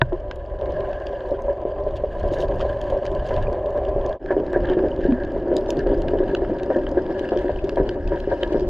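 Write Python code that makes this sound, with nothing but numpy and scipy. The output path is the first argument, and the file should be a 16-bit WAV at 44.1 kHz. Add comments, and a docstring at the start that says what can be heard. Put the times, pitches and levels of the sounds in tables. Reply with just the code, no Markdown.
"""Moving water jostles and thuds against a sealed camera housing, which rings with its own hollow tones.
The camera drifts under water near a boat, in two shots joined by a quick fade. Behind the thuds are
a deep surge, the low hum of the engine, a faint hiss and, in the second shot, two faint whistles.
Bubbles ring as short rising notes; scrapes, splashes and dry clicks make the housing's thin shell ring.
In the second shot the camera turns, so left and right begin to sound different."""
import sys
import numpy as np
from scipy import signal
from scipy.fft import rfft, irfft
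from scipy.io import wavfile
from scipy.ndimage import uniform_filter1d

SR = 44100
rng = np.random.default_rng(int(sys.argv[2]) if len(sys.argv) > 2 else 0)


def store_pcm(level_fs):
    """Save levels as 16-bit WAV."""
    pcm = np.round(np.clip(level_fs, -1, 1) * 32767).astype(np.int16)
    wavfile.write(sys.argv[1], SR, np.atleast_2d(pcm).T)


N = 383229
T = np.arange(N) / SR
CUT_S = 4.19  # where the two shots meet


def amp(db):
    """Turn decibels into a number to multiply by."""
    return 10 ** (np.asarray(db) / 20)


def unit_level(x):
    """Scale a signal so that its average strength (rms) is 1."""
    return x / np.sqrt(np.mean(x ** 2) + 1e-20)


def at_pitch(points, hz):
    """Read between the rows of a (pitch, value) table."""
    pitch, value = np.transpose(points)
    return np.interp(np.log(hz + 1), np.log(pitch + 1), value)


def add(mix, start_s, sound):
    """Mix a sound in at its start time."""
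    part = mix[..., round(start_s * SR):][..., :sound.shape[-1]]
    part += sound[..., :part.shape[-1]]


def wander(per_s):
    """A smooth random curve of strength 1 that changes about per_s times a second."""
    span = int(SR / per_s)
    return unit_level(uniform_filter1d(uniform_filter1d(rng.standard_normal(N), span), span))


def resonate(x, hz, widths_hz):
    """Keep the sound near one pitch, which may move; each width filters it once more."""
    spin = np.exp(2j * np.pi * np.cumsum(hz * np.ones(len(x))) / SR)
    x = x / spin
    for width in widths_hz:
        decay = np.exp(-np.pi * width / SR)
        x = signal.lfilter([1 - decay], [1, -decay], x)
    return 2 * (x * spin).real


def narrow_noise(hz, width_hz):
    """Noise gathered around one pitch."""
    return unit_level(resonate(rng.standard_normal(N), hz, (width_hz, width_hz)))


def shaped_noise(spectrum, patchy_db, size):
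    """Noise that follows a (pitch, level) table, with random louder and softer patches."""
    frames, hz = 4 * N // size + 5, np.fft.rfftfreq(size, 1 / SR)
    real, imag, patches = rng.standard_normal((frames, len(hz), 3)).T
    patches = unit_level(uniform_filter1d(uniform_filter1d(patches, 8, 0), 8, 1))
    slices = (real + 1j * imag) * amp(at_pitch(spectrum, hz)[:, None] + patchy_db * patches)
    return unit_level(signal.istft(slices, nperseg=size, noverlap=3 * size // 4)[1][:N])


def ring(tones, peak_db, tilt_db, pushes, centre_hz, scatter_db, detune=.04, lumpy_db=0, strike=0):
    """Each push, roughened by noise, rings an object's own tones; tilt_db brightens it, per octave."""
    size = 2 * pushes.shape[1]
    hz = np.fft.rfftfreq(size, 1 / SR)
    response = np.array([amp(db) * (width / (width + 1.3j * (hz - pitch))) ** 2
                         for pitch, width, db in tones])
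    # each push gets its own mix of the tones
    colour = amp(scatter_db * (rng.random((len(peak_db), len(tones))) - .5)) @ abs(response)
    low_hz, top_hz = np.min(tones, 0)[0], np.max(tones, 0)[0]
    colour *= amp(tilt_db[:, None] * np.log2(np.clip(hz, low_hz, top_hz) / centre_hz))
    colour /= 1 + (hz / top_hz / 5.3) ** 4  # little rings far above the top tone
    stretch = 1 + detune * (rng.random((len(peak_db), 1)) - .5)
    shifted = np.minimum(np.arange(len(hz)) * stretch, len(hz) - 1).astype(int)
    colour = np.take_along_axis(colour, shifted, 1)
    lumps = uniform_filter1d(rng.standard_normal(colour.shape), 1 + int(600 / hz[1]), 1)  # 600 Hz wide
    colour *= amp(lumpy_db * unit_level(lumps))  # no two blows land on the same spot
    # make the tones ring after the push, not before (a minimum-phase filter)
    cepstrum = irfft(np.log(colour + 1e-9))[:, :size // 2]
    cepstrum[:, 1:] *= 2
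    colour = np.exp(rfft(cepstrum, size))
    force = strike + pushes * rng.standard_normal(pushes.shape)
    out = irfft(rfft(force, size) * colour)[:, :3 * size // 4]
    out *= np.minimum(.8 * centre_hz * np.arange(out.shape[1]) / SR, 1) ** 2  # soft start
    return out * (amp(peak_db) / abs(out).max(1))[:, None]


# How far the camera has turned: (time [s], share of the whole turn [0-1])
CAMERA_TURN = [(4.3, 0), (5, 0.1), (6, 0.46), (7, 0.79), (8.69, 1)]
# How much louder the left is after the turn: (pitch [Hz], left minus right [dB])
LEFT_LOUDER = [(100, .3), (350, .8), (600, 2), (1000, 2), (2000, 1), (4000, -.5), (9000, 2.5)]
# How far the left wave runs ahead after the turn: (pitch [Hz], lead [radians])
LEFT_AHEAD = [(200, 0), (600, -.2), (1300, -.3), (2300, -1.3), (3600, -.3), (5000, -1.2)]
# Sound that comes from all round: (pitch [Hz], relative level [dB])
SCATTER = [(60, -27.5), (300, -49), (1000, -8.5), (2000, -13), (4000, 1.5), (12000, -10)]


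def microphones(mono):
    """Two microphone openings hear alike until the camera turns; then level and timing differ."""
    hz = np.fft.rfftfreq(2048, 1 / SR)
    ratio = amp(at_pitch(LEFT_LOUDER, hz)) * np.exp(1j * at_pitch(LEFT_AHEAD, hz))
    scatter = amp(at_pitch(SCATTER, hz)) * np.exp(2j * np.pi * rng.random(len(hz)))
    direct, scattered = (signal.oaconvolve(mono, np.roll(irfft(response), 1024)[1:], "same")
                         for response in ((ratio - 1) / (ratio + 1), scatter))
    turned = np.interp(T, *np.transpose(CAMERA_TURN))
    side = turned * (direct + scattered * (.3 + .7 * wander(60)))
    return np.array([mono + side, mono - side])


# How hard the water moves, one list a shot: (time [s], jostle [dB], surge [dB], hiss [dB])
WATER_LEVELS = [
    [(0.06, -38, -30, -58.5), (0.3, -32, -42, -56.5), (0.52, -34, -39, -55), (0.7, -25, -28, -48.5),
     (1.2, -30.5, -39, -50), (1.6, -28.5, -36, -57), (2.1, -30.5, -31, -51), (2.4, -23, -23.5, -47),
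     (2.75, -27, -30, -47.5), (3.3, -25, -27, -47.5), (3.6, -23.5, -32.5, -53), (4.13, -23.5, -30, -48.5)],
    [(4.27, -26, -40.5, -55), (4.65, -24.5, -27.5, -50.5), (5.3, -25.5, -34, -52.5), (5.8, -24.5, -31, -49),
     (6.3, -24.5, -30, -49.5), (7.0, -25, -37, -49), (7.4, -27, -38.5, -47), (7.75, -27.5, -24, -52),
     (8.1, -28, -30.5, -48), (8.5, -27, -34.5, -45), (8.69, -25, -25.5, -54.5)],
]


def water_levels():
    """The jostle, surge and hiss levels at every moment, in dB."""
    times, *columns = np.transpose(np.concatenate(WATER_LEVELS))
    return [np.interp(T, times, column) for column in columns]


# The deep sound of moving water: (pitch [Hz], relative level [dB])
SURGE_SPECTRUM = [(8.8, -25), (15, -3.5), (32, 7.5), (49, -2.5), (70, -7.5), (87, -4), (152, -13.5),
                  (260, -22), (340, -35.5), (570, -120)]


def surge(level_db, sway_db=3):
    """Moving water makes a deep rumble that swells and sinks at random."""
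    return amp(level_db + sway_db * wander(10)) * shaped_noise(SURGE_SPECTRUM, 0.43, size=4096)


# The notes in the engine's hum: (multiple of the firing rate, level [dB])
ENGINE_NOTES = [(2, -45), (3, -41.5), (5, -51.5)]


def engine(firing_hz=21.18):
    """The boat's engine fires over and over, making a wavering hum that is fainter in the second shot."""
    firings = np.cumsum(firing_hz * (1 + 0.016 * wander(6.6))) / SR
    out = np.zeros(N)
    for multiple, db in ENGINE_NOTES:
        level = amp(db - 5.3 * (T > CUT_S) + 5.2 * wander(40))
        out += np.sqrt(2) * level * np.sin(2 * np.pi * (multiple * firings + rng.random()))
    return out


# The hiss heard through the shell: (pitch [Hz], relative level [dB])
HISS_SPECTRUM = [(900, -45), (1300, -13), (1520, -4.5), (1660, 9), (1830, -8.5), (2100, -14.5), (2450, -18),
                 (2950, -9), (3900, -23.5), (4800, -22.5), (5600, -47.5), (6500, -30.5), (8000, -41.5),
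                 (12000, -45), (15000, -78)]


def hiss(level_db):
    """A faint flickering hiss, with an extra, steadier high band in the first shot."""
    flicker = amp(1.5 * wander(25) + 2.5 * wander(150)) * shaped_noise(HISS_SPECTRUM, 2.5, size=512)
    high_band = (T < CUT_S) * amp(-31 + 1.9 * wander(100)) * narrow_noise(5700, 970)
    return amp(level_db) * (flicker + high_band)


# Two whistles in the hiss: (time [s], upper whistle [dB], lower whistle [dB])
WHISTLE_LEVELS = [(4.201, -85.5, -80.5), (5.601, -93.5, -80), (6.498, -97, -78), (8.69, -99.5, -71)]


def whistles(pitches_hz=(6650, 5150), width_hz=700):
    """Two faint, breathy whistles waver in the second shot; the upper one gives way to the lower."""
    times, *levels = np.transpose(WHISTLE_LEVELS)
    out = np.zeros(N)
    for db, hz in zip(levels, pitches_hz):
        out += amp(np.interp(T, times, db) + 3 * wander(20) + 4 * wander(120)) * narrow_noise(hz, width_hz)
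    return (T > CUT_S) * out


# Rubs on the shell: (middle time [s], level [dB], half length [s])
SCRAPES = [(0.948, -51, 0.3), (4.307, -39, 0.025), (4.559, -35, 0.017), (4.651, -32.5, 0.0081),
           (4.688, -39, 0.015), (4.734, -33, 0.011), (4.791, -40, 0.0088), (5.049, -40.5, 0.039),
           (5.17, -42.5, 0.079), (5.285, -47, 0.032), (5.8, -38, 0.02), (6.733, -40, 0.019),
           (6.763, -39.5, 0.016), (6.985, -35, 0.012)]


def scrapes():
    """Something rubs the shell and keeps one of its low tones singing for a moment."""
    swell = sum(amp(db) * np.exp(-((T - middle_s) / half_s) ** 4) for middle_s, db, half_s in SCRAPES)
    return swell * amp(1.5 * wander(60)) * narrow_noise(hz=1660, width_hz=210)


# The thin shell's own tones; wider ones die sooner: (pitch [Hz], width [Hz], relative level [dB])
SHELL_TONES = [(1080, 230, -4), (1650, 220, 13), (3064, 580, 17), (3130, 1900, -7), (4637, 1000, 8),
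               (6640, 600, -2), (7000, 3000, -30), (9700, 730, -15), (13200, 1400, -28)]
# Fizzy splashes: (middle time [s], peak level [dB], brightness [dB per octave], half length [s])
SPLASHES = [(1.967, -36.5, 1, 0.014), (2.342, -36.5, 5, 0.014), (2.412, -31, 5, 0.024),
            (2.614, -26, -6, 0.014), (3.061, -32, -2, 0.013), (3.291, -36, 3, 0.041),
            (3.359, -41, -1, 0.11), (4.659, -40, -13.5, 0.036), (4.713, -26, -13, 0.046),
            (5.04, -36, -6.5, 0.037), (5.18, -50, -29, 0.1)]


def splashes():
    """Each splash is a dense crackle that swells and fades on the shell."""
    out, t = np.zeros(N), np.arange(-4096, 4096) / SR
    times, db, tilt_db, half_s = np.transpose(SPLASHES)
    crackle = amp(5 * np.minimum(rng.exponential(1, (len(times), len(t) // 64)), 4)).repeat(64, 1)
    pushes = crackle * np.exp(-(t / half_s[:, None]) ** 2)
    sounds = ring(SHELL_TONES, db, tilt_db, pushes, centre_hz=3000, scatter_db=2.9, lumpy_db=2)
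    for middle_s, splash in zip(times, sounds):
        add(out, middle_s + t[0], splash)
    return out


# The louder clicks: (time [s], peak level [dB], brightness [dB per octave])
CLICKS = [(0.129, -40, -7), (0.3113, -22.5, -15), (0.147, -46.5, -14), (0.173, -51.5, 2.5),
          (0.2803, -47, -14), (0.3576, -46, 10), (0.4519, -55, 0), (0.589, -39, -9), (0.612, -33, -11),
          (0.657, -34, -10), (0.694, -48, -7), (0.705, -45, 3), (0.807, -34, -13), (0.8774, -55, -11),
          (0.9184, -45, -14), (0.93, -29.5, -9), (1.068, -30, -4), (1.2054, -32, -16), (1.309, -43.5, 4),
          (1.42, -46, 8.5), (1.8368, -43, -5), (1.938, -38, -17), (1.959, -41, -12), (2.197, -43, 2),
          (2.281, -52, 25), (2.2857, -40, -4), (2.3137, -44, -5), (2.336, -29, -11), (2.3835, -45, -2),
          (2.4025, -39, 1), (2.423, -30, -5), (2.4534, -47, 1), (2.4833, -34, -5), (2.5217, -46, -8),
          (2.537, -51, 1), (2.558, -51, 12), (2.585, -44, 0), (2.6025, -22, -18), (2.611, -21, -23),
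          (2.8141, -28, -1), (2.839, -42, -1), (2.9, -32.5, 2), (2.9747, -45, 0), (3.053, -28, -9.5),
          (3.064, -29, -7), (3.115, -40.5, 2), (3.1493, -35, 0.5), (3.2291, -50, -6), (3.264, -35.5, 0),
          (3.2915, -33, -11), (3.34, -34.5, -1), (3.364, -28, -9), (3.425, -36, -2), (3.468, -37, -23),
          (3.528, -38, -0.5), (3.66, -39.5, 2.5), (3.705, -44.5, 2), (3.775, -45, 9), (3.8362, -38.5, -9),
          (3.8505, -31, -6), (4.0123, -38, -9), (4.0616, -35, -3), (4.0931, -39, -3), (4.127, -34.5, -5.5),
          (4.26, -29.5, -15), (4.313, -48, 3), (4.4, -39, -4.5), (4.4643, -37, -10), (4.53, -37, 6),
          (4.604, -40, -3), (4.6354, -37, -9), (4.6548, -35, -6), (4.69, -29, -19), (4.6981, -26, -8),
          (4.7337, -33, -10), (4.7686, -43.5, -20), (4.79, -26, -17.5), (4.8377, -44, -12),
          (4.8838, -34, -9.5), (4.962, -40, -5), (5.007, -35, -10.5), (5.043, -42, 4), (5.122, -25, -18.5),
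          (5.235, -36, -9), (5.319, -44, 7), (5.5658, -20, 2), (5.581, -38, 6), (5.704, -20.5, 4.5),
          (5.609, -45, 4), (5.7694, -36, -1), (5.7914, -30, 3), (5.8703, -30.5, -11), (5.975, -44, 4),
          (6.019, -34.5, 1), (6.083, -26.5, -10), (6.186, -27, -19), (6.295, -40, -6), (6.349, -15.5, -6.5),
          (6.4473, -27, -16), (6.585, -39, -9), (6.5976, -28, -16), (6.632, -31.5, -1.5),
          (6.7456, -39.5, 3.5), (6.8664, -25.5, -16), (6.89, -39, 3), (6.914, -42, 6), (7.02, -44, -2),
          (7.0635, -37, -10), (7.1811, -42, -4), (7.1932, -29.5, 1), (7.2887, -30, -10.5),
          (7.373, -27.5, -7), (7.3886, -33, -5.5), (7.4545, -41, -13), (7.481, -27.5, -18),
          (7.5917, -41, -15), (7.671, -46, 1), (7.693, -22.5, -4.5), (7.7578, -35, -2.5), (7.832, -43, -5),
          (7.891, -20.5, -6), (8.0756, -38, -2), (8.2013, -35, 1), (8.2422, -41, -11), (8.432, -15, -11.5),
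          (8.5011, -40, -14), (8.5245, -38, 2), (8.596, -35.5, -2), (8.6063, -38, 0)]


def clicks(hiss_db, tries_per_s=450, tail_s=0.005, tail_db=-17):
    """Sharp ticks with a crackly tail ring the shell; faint random ones crowd where the hiss is strong."""
    when, size, bright, chance = rng.random((int(tries_per_s * N / SR), 4)).T
    faint = np.c_[when * N / SR, -61 - 6 * np.log(size + .02), 12 * (bright - .9)]
    faint = faint[chance < amp(hiss_db[(when * N).astype(int)] + 36)]
    out, t = np.zeros(N), np.arange(1536) / SR
    snap = np.exp(-((t - .0021) / .0011) ** 2)
    tail = amp(tail_db) * t / tail_s * np.exp(-t / tail_s)
    grit = .25 * np.exp(-((t - .003) / .002) ** 2)  # makes some ticks softer and longer
    for times, db, tilt_db in np.transpose(CLICKS), faint.T:
        pushes = snap + tail + rng.random((len(times), 1)) * grit
        ticks = ring(SHELL_TONES, db, tilt_db, pushes, 3000, scatter_db=12, detune=.06, lumpy_db=2.5)
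        for start_s, tick in zip(times, ticks):
            add(out, max(start_s - .0008, 0), tick)
    return out


# The bubbles that stand out: (time [s], level [dB], starting pitch [Hz])
BUBBLES = [(0.127, -5.5, 351), (3.469, -27.5, 2430), (4.689, -23, 3140), (4.7, 0.5, 358),
           (4.916, -26, 2960), (5.085, 1, 273), (5.118, -0.5, 240.5), (6.494, -12, 323), (6.867, -25, 3070),
           (7.288, -27, 2800), (7.254, -32, 2700), (7.56, -31, 3000), (7.589, -28, 2570),
           (7.759, -28.5, 3150), (7.769, -29, 363), (8.074, -29.5, 2580), (8.617, -6, 363)]


def bubbles(hiss_db, tiny_per_s=60, low_hz=2500, top_hz=5200):
    """A bubble swells fast and rings, rising a little in pitch; tiny ones pop at random in the hiss."""
    out = np.zeros(N)
    when, quiet, pitch = rng.random((int(tiny_per_s * N / SR), 3)).T
    tiny_db = hiss_db[(when * N).astype(int)] + 1.5 - 10.5 * quiet
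    tiny = np.c_[when * N / SR, tiny_db, low_hz * (top_hz / low_hz) ** pitch ** 3]
    for rows, ring_at_1khz_s in (BUBBLES, .032), (tiny, .016):
        for start_s, db, hz in rows:
            ring_s = ring_at_1khz_s * (hz / 1e3) ** -0.7  # higher bubbles die sooner
            t = np.arange(0, 1.5 * ring_s, 1 / SR)
            swell = (1 - np.exp(-t / (0.099 * ring_s))) * amp(db - 60 * t / max(ring_s, .004))
            add(out, start_s, swell * np.sin(2 * np.pi * hz * t * (1 + 0.46 * t)))
    return out


# The tones of a hard knock: (pitch [Hz], level [dB], time to fade by 60 dB [s])
KNOCK_TONES = [(128, -9, 0.12), (360, -9, 0.045), (650, -7.5, 0.041), (965, -5, 0.026),
               (1525, -15.5, 0.048), (1704, 3.5, 0.012), (2680, -3, 0.0071), (3570, 0.5, 0.0051)]


def knock(start_s=.0155, rise_s=.0007):
    """One hard knock on the housing sets off tones that quickly die away."""
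    out, t = np.zeros(N), np.arange(SR // 5) / SR
    tones = sum(amp(db - 60 * t / ring_s) * np.sin(2 * np.pi * hz * t) for hz, db, ring_s in KNOCK_TONES)
    add(out, start_s, (1 - np.exp(-t / rise_s)) ** 2 * tones)
    return out


# The housing's own tones, one list a shot: (pitch [Hz], width [Hz], relative level [dB])
HOUSING_TONES = [
    [(394, 41, 6.5), (577.4, 68, 10), (607, 14, -4.5), (681, 51, -6), (995, 51, -3.5), (1620, 650, -30),
     (289, 2.3, -22.5)],
    [(368.4, 48.6, 2.5), (553, 79.7, -2.5), (311, 52, -12), (710, 23, -17), (940.5, 23.3, -13.5),
     (1640, 147, -29), (168.7, 9.3, -16)],
]


def jostle(level_db, pushes_per_s=1500, soften_hz=2400):
    """Many small, soft, uneven pushes of water keep the housing ringing."""
    tilt_db = -wander(3.2) - 0.86  # the brightness drifts, in dB per octave
    sizes = amp(2 * np.minimum(rng.exponential(1, N), 5)) * (rng.random(N) < pushes_per_s / SR)
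    pushes = sizes * rng.choice([-1., 1.], N) * amp(1.6 * wander(48))
    pushes = signal.sosfilt(signal.butter(4, soften_hz, fs=SR, output="sos"), pushes)
    pitch_drift = 1 + .012 * wander(12)
    out = np.zeros(N)
    for tones, shot in zip(HOUSING_TONES, (T < CUT_S, T >= CUT_S)):
        for hz, width, db in tones:
            level = amp(db + tilt_db[shot] * np.log2(hz / 480))
            out[shot] += level * resonate(pushes[shot], hz * pitch_drift[shot], (width, 3.95 * width))
        out[shot] = unit_level(out[shot])
    return amp(level_db) * out


# The loud thuds: (time [s], peak level [dB], brightness [dB per octave])
THUDS = [(0.122, -17.5, 4), (0.62, -16, 0), (0.775, -19, -6), (1.133, -16, 0.5), (1.316, -11.5, -6.5),
         (1.39, -20, 5.5), (1.45, -22, -3), (1.482, -13.5, -1), (1.652, -10.5, -2.5), (1.865, -11.5, -2),
         (2.037, -11.5, -6), (2.238, -12.5, -2), (2.317, -13.5, -13), (2.384, -19, 7), (2.435, -11.5, -6),
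         (2.626, -13.5, -1), (2.652, -25.5, -7), (2.923, -15.5, 0), (2.96, -16, -2.5), (3.308, -16.5, 8.5),
         (3.372, -13, 5.5), (3.481, -15.5, -8.5), (3.545, -18.5, 4.5), (3.643, -14.5, -4), (3.668, -20, -2),
         (3.753, -15, 0), (3.961, -11.5, -7.5), (4.306, -7.5, 7.5), (4.366, -6.5, 1), (4.401, -12.5, -3.5),
         (4.533, -14, 10.5), (4.561, -7.5, 2.5), (4.713, -15, 4), (4.769, -7.5, -2), (4.837, -8.5, -5.5),
         (4.99, -14, -4), (5.052, -8.5, -7), (5.361, -13, 2.5), (5.474, -16, 5), (5.516, -7.5, 3),
         (5.55, -12, -5), (5.69, -11, 2.5), (5.777, -14.5, -9.5), (5.864, -9.5, 3), (5.899, -12, -4.5),
         (5.917, -10, -0.5), (5.982, -18, 0.5), (6.082, -18.5, 6.5), (6.135, -7, 0), (6.203, -10, 1.5),
         (6.23, -11.5, -1.5), (6.334, -13, -2), (6.42, -10.5, 1), (6.497, -10, -7), (6.703, -8, 6.5),
         (6.76, -6, -0.5), (6.972, -8.5, 1), (7.08, -13.5, -4), (7.21, -16.5, -4), (7.32, -7.5, 4),
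         (7.364, -13, -5), (7.445, -12, -4), (7.494, -10.5, 3.5), (7.64, -14.5, -3.5), (7.772, -8, 6.5),
         (7.8, -6.5, -5.5), (8.12, -11.5, 5.5), (8.274, -10.5, -5.5), (8.316, -12.5, 3), (8.428, -10.5, 4),
         (8.521, -13, -2), (8.545, -7, 1)]


def thuds(jostle_db, faint_per_s=2, rise_s=.0015, push_s=.035, lead_s=.003025, strike_s=.00015):
    """Strong single pushes of water ring the housing; fainter random ones follow the jostle's level."""
    out, t = np.zeros(N), np.arange(2560) / SR
    when, quiet, bright = rng.random((int(faint_per_s * N / SR), 3)).T
    faint_db = jostle_db[(when * N).astype(int)] + 2 - 6 * quiet
    faint = np.c_[.1 + when * (N / SR - .1), faint_db, 12 * (bright - .6)]
    rows = np.r_[THUDS, faint]
    strike = -amp(7) * np.exp(-((t - lead_s - strike_s) / strike_s) ** 2)  # the hard front of a push
    for tones, shot in zip(HOUSING_TONES, (rows[:, 0] < CUT_S, rows[:, 0] > CUT_S)):
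        times, db, tilt_db = rows[shot].T
        length_s = push_s * (1 + .3 * (rng.random((len(times), 1)) - .5))
        pushes = (1 - np.exp(-t / rise_s)) ** 2 * np.exp(-(t / length_s) ** 2)
        struck = [(hz, width, tone_db - 2 * (hz > 850)) for hz, width, tone_db in tones]  # softer highs
        sounds = ring(struck, db, tilt_db, pushes, centre_hz=480, scatter_db=4, strike=strike)
        for start_s, thud in zip(times, sounds):
            add(out, start_s - lead_s, thud)
    return out


def scene():
    """Add up all the sounds and hear them through the two microphones."""
    jostle_db, surge_db, hiss_db = water_levels()
    background = surge(surge_db) + hiss(hiss_db)
    housing = jostle(jostle_db) + thuds(jostle_db) + knock()
    shell = whistles() + scrapes() + splashes() + clicks(hiss_db)
    return microphones(background + engine() + shell + bubbles(hiss_db) + housing)


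def record(dry, fade_out_s=.061, fade_in_s=.066, top_hz=15100):
    """Fade out and back in where the shots meet, then cut off the highest treble."""
    fade = np.clip(np.maximum((CUT_S - T) / fade_out_s, (T - CUT_S) / fade_in_s), 0, 1) ** 1.16
    low_pass = signal.firwin(511, top_hz, window=("kaiser", 9), fs=SR)
    return signal.oaconvolve(dry * fade, low_pass[None], "same")


dry = scene()
out = record(dry)
store_pcm(out)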